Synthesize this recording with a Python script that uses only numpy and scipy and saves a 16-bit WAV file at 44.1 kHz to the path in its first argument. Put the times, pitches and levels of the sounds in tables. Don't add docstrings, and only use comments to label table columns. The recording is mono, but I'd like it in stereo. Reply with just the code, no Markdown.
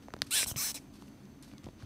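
import sys
import numpy as np
from scipy import signal
from scipy.fft import rfft, irfft
from scipy.io import wavfile
from scipy.ndimage import uniform_filter1d

SR = 44100
rng = np.random.default_rng(int(sys.argv[2]) if len(sys.argv) > 2 else 0)


def elevation(decibels):
    levels = np.asarray(decibels, float)
    return 10 ** (levels / 20)


def log_audio(samples):
    frames = np.atleast_2d(samples).T
    limited = np.clip(frames, -1, 1)
    pcm = np.round(limited * 32767).astype(np.int16)
    wavfile.write(sys.argv[1], SR, pcm)


N = 81585
T = np.arange(N) / SR

# frequency in Hz, density in dB per Hz.
ROOM_SPECTRUM = [(16, -61), (28, -10.5), (127, -6), (170, -14.5), (211, -3), (378, -14), (421, -20),
                 (6320, -40), (16000, -46)]
# centre in Hz, width in Hz, level in dB.
APPLIANCE_HUMS = [(143, 10.3, -64), (198.5, 6.3, -69), (277.2, 30.8, -60.5), (4500, 120, -81.5),
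                  (6160, 220, -77.5)]
# start in s, level in dB, pitch in Hz, T60 in s.
HAND_BUMPS = [
    (0.1418, -24, 346, 0.0074),
    (0.223, -36, 120, 0.036),
    (0.467, -35, 91.5, 0.036),
    (0.516, -29, 102.6, 0.041),
    (.561, -32.5, 136, 0.079),
    (1.652, -41.5, 110, 0.18),
    (1.667, -27, 285, 0.011),
    (1.687, -31, 283, 0.011),
    (1.831, -38, 103, 0.15),
]
# frequency in Hz, density in dB per Hz.
FILM_SPECTRUM = [(530, -6), (900, -48), (991, -2), (2140, -10), (4310, -6.5), (7140, -14), (12000, -14.5),
                 (16000, -45)]
# start in s, rise in s, T60 in s, level in dB, treble re the rest in dB.
FILM_RUSTLES = [
    (0.22, 0.0015, 0.16, -54, 1),
    (0.26, 0.0077, 0.62, -63, 3.5),
    (0.022, 0.003, .15, -61, -8),
    (0.927, 0.014, 1, -67, 5),
    (1.08, 0.0026, 0.033, -69, 1),
    (1.423, 0.0019, 0.38, -60.5, 4),
    (1.5, 0.0072, 0.22, -72, -10),
    (1.628, 0.0061, 0.32, -60.5, -11),
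    (1.768, 0.041, 0.65, -61, -17),
]
# time in s, pitch in Hz, level in dB.
WAVERING_TONES = [
    [(1.5, 2500, -86), (1.53, 2350, -73), (1.6, 2080, -72), (1.66, 1900, -75), (1.69, 1850, -90)],
    [(1.49, 3500, -88), (1.52, 3480, -78), (1.62, 3350, -79), (1.67, 3250, -90)],
    [(.93, 4500, -88), (.96, 4500, -73), (1.04, 4480, -74), (1.08, 4450, -90)],
]
# start in s, peak in dB, ring in Hz, crack re peak in dB, knock re peak in dB.
BAG_SNAPS = [(.035, -60, 1500, -1, 13), (0.0841, -37, 980, -18, 5.5), (.105, -44.5, 1690, -12, -6),
             (0.1381, -27.5, 1140, -14, -14), (0.165, -47.5, 1500, -1, 14), (0.1895, -46, 4660, -14, 5),
             (.219, -9.5, 4350, -26, -17), (0.2192, -20, 1600, -16, -28), (.2191, -24, 9300, -30, -30),
             (.4301, -19.5, 2200, -24, -9), (.4615, -35, 2980, -13, -20), (0.4619, -38, 950, -24, -3.5),
             (0.5131, -35, 1100, -6, 2), (.541, -46, 950, -20, -2), (0.5605, -29, 2770, -34, -5.5),
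             (1.0227, -44, 3900, -14, -30), (1.023, -41.5, 920, -13, -22), (1.089, -51, 12000, -31, -30),
             (1.081, -51, 2670, -14, -15), (1.254, -67, 4500, 9.5, -26), (1.4255, -40, 9300, -16, -41),
             (1.433, -47, 4200, -13, -16), (1.478, -55.5, 700, -15, 4), (1.515, -48, 2720, -16, 4),
             (1.536, -48, 1090, -10, 0), (1.5816, -42, 3800, -8.5, -24), (1.6425, -47.5, 2700, -1.5, 4),
             (1.645, -52.5, 4760, -10.5, -7), (1.659, -47.5, 3300, -7, -10), (1.67, -50, 765, -25, 14.5),
             (1.687, -50, 2880, -22, -9), (1.688, -46.5, 1050, -25, 9), (1.803, -55, 1400, -9, -3),
             (1.8245, -43, 1480, -12, -4), (1.832, -50, 9300, -9, 7)]
# time in s, ridge rate in Hz, level in dB.
PUSH_1_PATH = [
    (.308, 1078, -36.5),
    (.319, 1332, -33.5),
    (.339, 1508, -28.5),
    (.361, 1760, -28),
    (.377, 1674, -27.5),
    (.39, 1599, -28),
    (.428, 1505, -32),
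    (.438, 950, -34),
    (.449, 611, -36.5),
]
RETURN_1_PATH = [
    (.465, 4300, -45),
    (.471, 4195, -38.5),
    (.482, 3900, -35),
    (.49, 3565, -38),
    (.5, 3370, -38.5),
    (.521, 3013, -42.5),
    (.529, 2730, -62),
]
PUSH_2_PATH = [
    (.563, 984, -41.5),
    (.584, 1301, -34),
    (.597, 1075, -35),
    (.618, 1149, -33.5),
    (.638, 1383, -33.5),
    (.648, 1689, -33.5),
    (.692, 1810, -36.5),
    (.7, 883, -36),
    (.722, 412, -43.5),
]
RETURN_2_PATH = [
    (.743, 4020, -41),
    (.75, 3913, -40),
    (.76, 3873, -42),
    (.766, 2927, -43),
    (.78, 2386, -48),
    (.792, 1850, -59),
]
# centre in Hz, width in Hz, level in dB, change over stroke in dB.
PUSH_1_SHELL = [(1540, 1620, -8, 1.5), (2780, 1070, -1, -2), (3710, 500, -3, -6), (5630, 860, 1.5, 10),
                (7750, 1430, 0, 4.5), (8890, 1780, 0, -1), (10240, 460, -11, -3), (11060, 720, -12, -2),
                (12700, 910, -7.5, -9)]
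RETURN_1_SHELL = [(950, 290, -30, 4), (3094, 850, -7.5, 4), (3740, 390, -15, 6), (5500, 900, -5, 1),
                  (6300, 960, -1.5, 0), (7930, 640, 1.5, -10), (9270, 650, -0.5, -3),
                  (11600, 1240, -5.5, -11), (13300, 2300, -8, 3)]
PUSH_2_SHELL = [(1160, 2150, -7, -15), (2140, 870, -14, 3), (2980, 500, -7, 4), (4300, 670, -2, -5),
                (5630, 1640, 5, -9), (7740, 540, 4.5, -10), (8820, 1550, 1, -5), (11950, 1660, -1.5, -10),
                (13870, 2300, -7, -14)]
RETURN_2_SHELL = [(674, 200, -0.5, -5), (2500, 1600, -4.5, 9), (3900, 770, -9, -3), (5130, 1800, -0.5, 7),
                  (7700, 620, 0, -6.5), (8640, 740, -5, -3), (11400, 1200, -9, -5), (13370, 2800, -15, -3)]


def rms_one(x):
    return x / np.sqrt(np.mean(x ** 2) + 1e-20)


def resonance(x, hz, width_hz):
    r = np.exp(-np.pi * width_hz / SR)
    zeros = (1 - r * r) / 2 * np.array([1, 0, -1])
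    poles = [1, -2 * r * np.cos(2 * np.pi * hz / SR), r * r]
    return signal.lfilter(zeros, poles, x)


def coloured(x, spectrum):
    hz, db = np.transpose(spectrum)
    bins_hz = np.maximum(np.arange(N // 2 + 1) * SR / N, 1)
    gain = elevation(np.interp(np.log(bins_hz), np.log(hz), db))
    return rms_one(irfft(rfft(x) * gain, N))


def drift(rate_hz):
    width = int(SR / rate_hz / 2)
    once = uniform_filter1d(rng.standard_normal(N), width)
    return rms_one(uniform_filter1d(once, width))


def decaying_sine(start_s, hz, t60_s):
    t = np.maximum(T - start_s, 0)
    return np.sin(2 * np.pi * hz * t) * elevation(-60 * t / t60_s)


def swelling_sine(start_s, hz, rise_s):
    t = np.maximum(T - start_s, 0)
    swell = (t / rise_s * np.exp(1 - t / rise_s)) ** 2
    return np.sin(2 * np.pi * hz * t) * swell


def room():
    floor_db, patchy_db = -54, .4
    out = elevation(floor_db + patchy_db * drift(6)) * coloured(rng.standard_normal(N), ROOM_SPECTRUM)
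    white = rng.standard_normal(N)
    for hz, width_hz, db in APPLIANCE_HUMS:
        hum = resonance(resonance(white, hz, width_hz), hz, width_hz)
        out += elevation(db + .48 * drift(1.53)) * rms_one(hum)
    return out


def bumps():
    return sum(elevation(db) * decaying_sine(s, hz, t60_s) for s, db, hz, t60_s in HAND_BUMPS)


def rustles():
    grains_per_s, grain_spread_db, split_hz = 14000, 1.2, 5500
    present = rng.random(N) < grains_per_s / SR
    size = elevation(grain_spread_db * rng.exponential(1, N))
    grains = present * size * rng.choice([-1, 1], N)
    film = elevation(1.8 * drift(60)) * coloured(grains, FILM_SPECTRUM)
    dull = signal.sosfilt(signal.butter(2, split_hz, "low", fs=SR, output="sos"), film)
    bright = signal.sosfilt(signal.butter(2, split_hz, "high", fs=SR, output="sos"), film)
    out = np.zeros(N)
    for s, rise_s, t60_s, db, bright_db in FILM_RUSTLES:
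        rise = np.clip((T - s) / rise_s, 0, 1)
        decay = elevation(db - 60 * np.maximum(T - s - rise_s, 0) / t60_s)
        out += decay * rise * (dull - elevation(bright_db) * bright)
    return out


def creak(rows):
    s, hz, db = np.transpose(rows)
    pitch_hz = np.interp(T, s, hz) + 25 * drift(53.3)
    level_db = np.interp(T, s, db, left=-120, right=-120) + 2.6 * drift(50)
    return elevation(level_db) * np.sin(2 * np.pi * np.cumsum(pitch_hz) / SR)


def snaps():
    ring_cycles, rise_s, overtone_share = .44, .00012, .2
    crack_hz, crack_width_hz, crack_decay_s = 4720, 1840, .0011
    knock_delay_s, knock_hz, knock_t60_s = .00114, 627, .0052
    grit = rms_one(resonance(rng.standard_normal(N), crack_hz, crack_width_hz))
    out = np.zeros(N)
    for s, db, hz, crack_db, knock_db in BAG_SNAPS:
        rise = ring_cycles / hz + rise_s
        ring = swelling_sine(s, hz, rise) - overtone_share * swelling_sine(s, 2.36 * hz, .7 * rise)
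        crack = grit * (T > s) * np.exp(-np.maximum(T - s, 0) / crack_decay_s)
        knock = decaying_sine(s + knock_delay_s, knock_hz, knock_t60_s)
        out += elevation(db) * (ring + elevation(crack_db) * crack + elevation(knock_db) * knock)
    return out


def ridge_clicks(rows, uneven, chance):
    wobble_share, wobble_hz, scatter_db, oversample = .024, 140, 2.0, 4
    s, hz, _ = np.transpose(rows)
    speed_hz = np.interp(T, s, hz) * (1 + wobble_share * drift(wobble_hz))
    ridges = np.cumsum(speed_hz * (T >= s[0]) * (T <= s[-1])) / SR
    count = int(ridges[-1])
    when = np.interp(np.arange(count) + .5, ridges, T)
    scatter = np.interp(when, np.linspace(s[0], s[-1], len(uneven)), uneven)
    when = when + chance[:count, 0] * scatter / np.interp(when, s, hz)
    size = elevation(scatter_db * chance[:count, 1]) / np.sqrt(np.interp(when, s, hz))
    fine = np.zeros(oversample * N)
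    fine[(when * oversample * SR).astype(int)] = size
    return signal.resample_poly(fine, 1, oversample)


def stroke(rows, shell, uneven):
    edge_s, scrape_share, flicker_db, even_s = .002, .26, 1.3, .012
    case_hz, case_width_hz, case_db = 650, 900, -13
    s, _, db = np.transpose(rows)
    chance = rng.standard_normal((400, 2))
    inside = np.clip(np.minimum(T - s[0], s[-1] - T) / edge_s, 0, 1)
    along = np.clip((T - s[0]) / (s[-1] - s[0]), 0, 1) - .5
    scrape = rng.standard_normal(N) * inside
    clicks = ridge_clicks(rows, uneven, chance)
    drive = clicks / np.std(clicks[inside > 0]) + scrape_share * scrape
    body = elevation(case_db) * resonance(scrape, case_hz, case_width_hz)
    for hz, width_hz, peak_db, change_db in shell:
        ring = resonance(resonance(drive, hz, 1.7 * width_hz), hz, 1.7 * width_hz)
        body = body + elevation(peak_db + change_db * along + flicker_db * drift(29)) * ring
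    width = int(even_s * SR)
    power = uniform_filter1d(body ** 2, width) / np.maximum(uniform_filter1d(inside, width), .2)
    steady = body / np.sqrt(np.abs(power) + .01 * np.var(body[inside > 0]))
    return elevation(np.interp(T, s, db)) * steady


def beetle():
    push_1 = stroke(PUSH_1_PATH, PUSH_1_SHELL, [.045, .06, .085, .115, .16])
    return_1 = stroke(RETURN_1_PATH, RETURN_1_SHELL, [.08, .15, .15, .07, .06])
    push_2 = stroke(PUSH_2_PATH, PUSH_2_SHELL, [.055, .06, .11, .19, .22])
    return_2 = stroke(RETURN_2_PATH, RETURN_2_SHELL, [.17, .17, .17, .1, .09])
    return push_1 + return_1 + push_2 + return_2


def bag(x):
    early_t60_s, early_db, tail_t60_s, tail_db = .012, -8.5, .29, -16
    dip_hz, dip_width_hz, dip_share = 4280, 610, .26
    t = T[:SR // 5]
    early = rng.standard_normal(len(t)) * elevation(-60 * t / early_t60_s)
    tail = rng.standard_normal(len(t)) * elevation(-60 * t / tail_t60_s)
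    echo = elevation(early_db) * early / np.linalg.norm(early) + elevation(tail_db) * tail / np.linalg.norm(tail)
    inside = .91 * (x + signal.fftconvolve(x, echo)[:N])
    return inside - dip_share * resonance(inside, dip_hz, dip_width_hz)


def scene():
    rasp = bag(beetle())
    film = snaps() + rustles()
    mono = rasp + film + bumps() + sum(creak(rows) for rows in WAVERING_TONES) + room()
    return np.array([mono, mono])


def low_pass(x):
    return signal.sosfilt(signal.butter(12, 16820, fs=SR, output="sos"), x)


def record(dry):
    port_hz, port_width_hz, top_hz = 10600, 600, 15870
    thin = signal.sosfilt(signal.butter(3, 36, "high", fs=SR, output="sos"), dry)
    notched = thin - .5 * resonance(thin, port_hz, port_width_hz)
    mix = signal.sosfilt(signal.cheby2(24, 60, top_hz, fs=SR, output="sos"), notched)
    return low_pass(mix)


dry = scene()
out = record(dry)
log_audio(out)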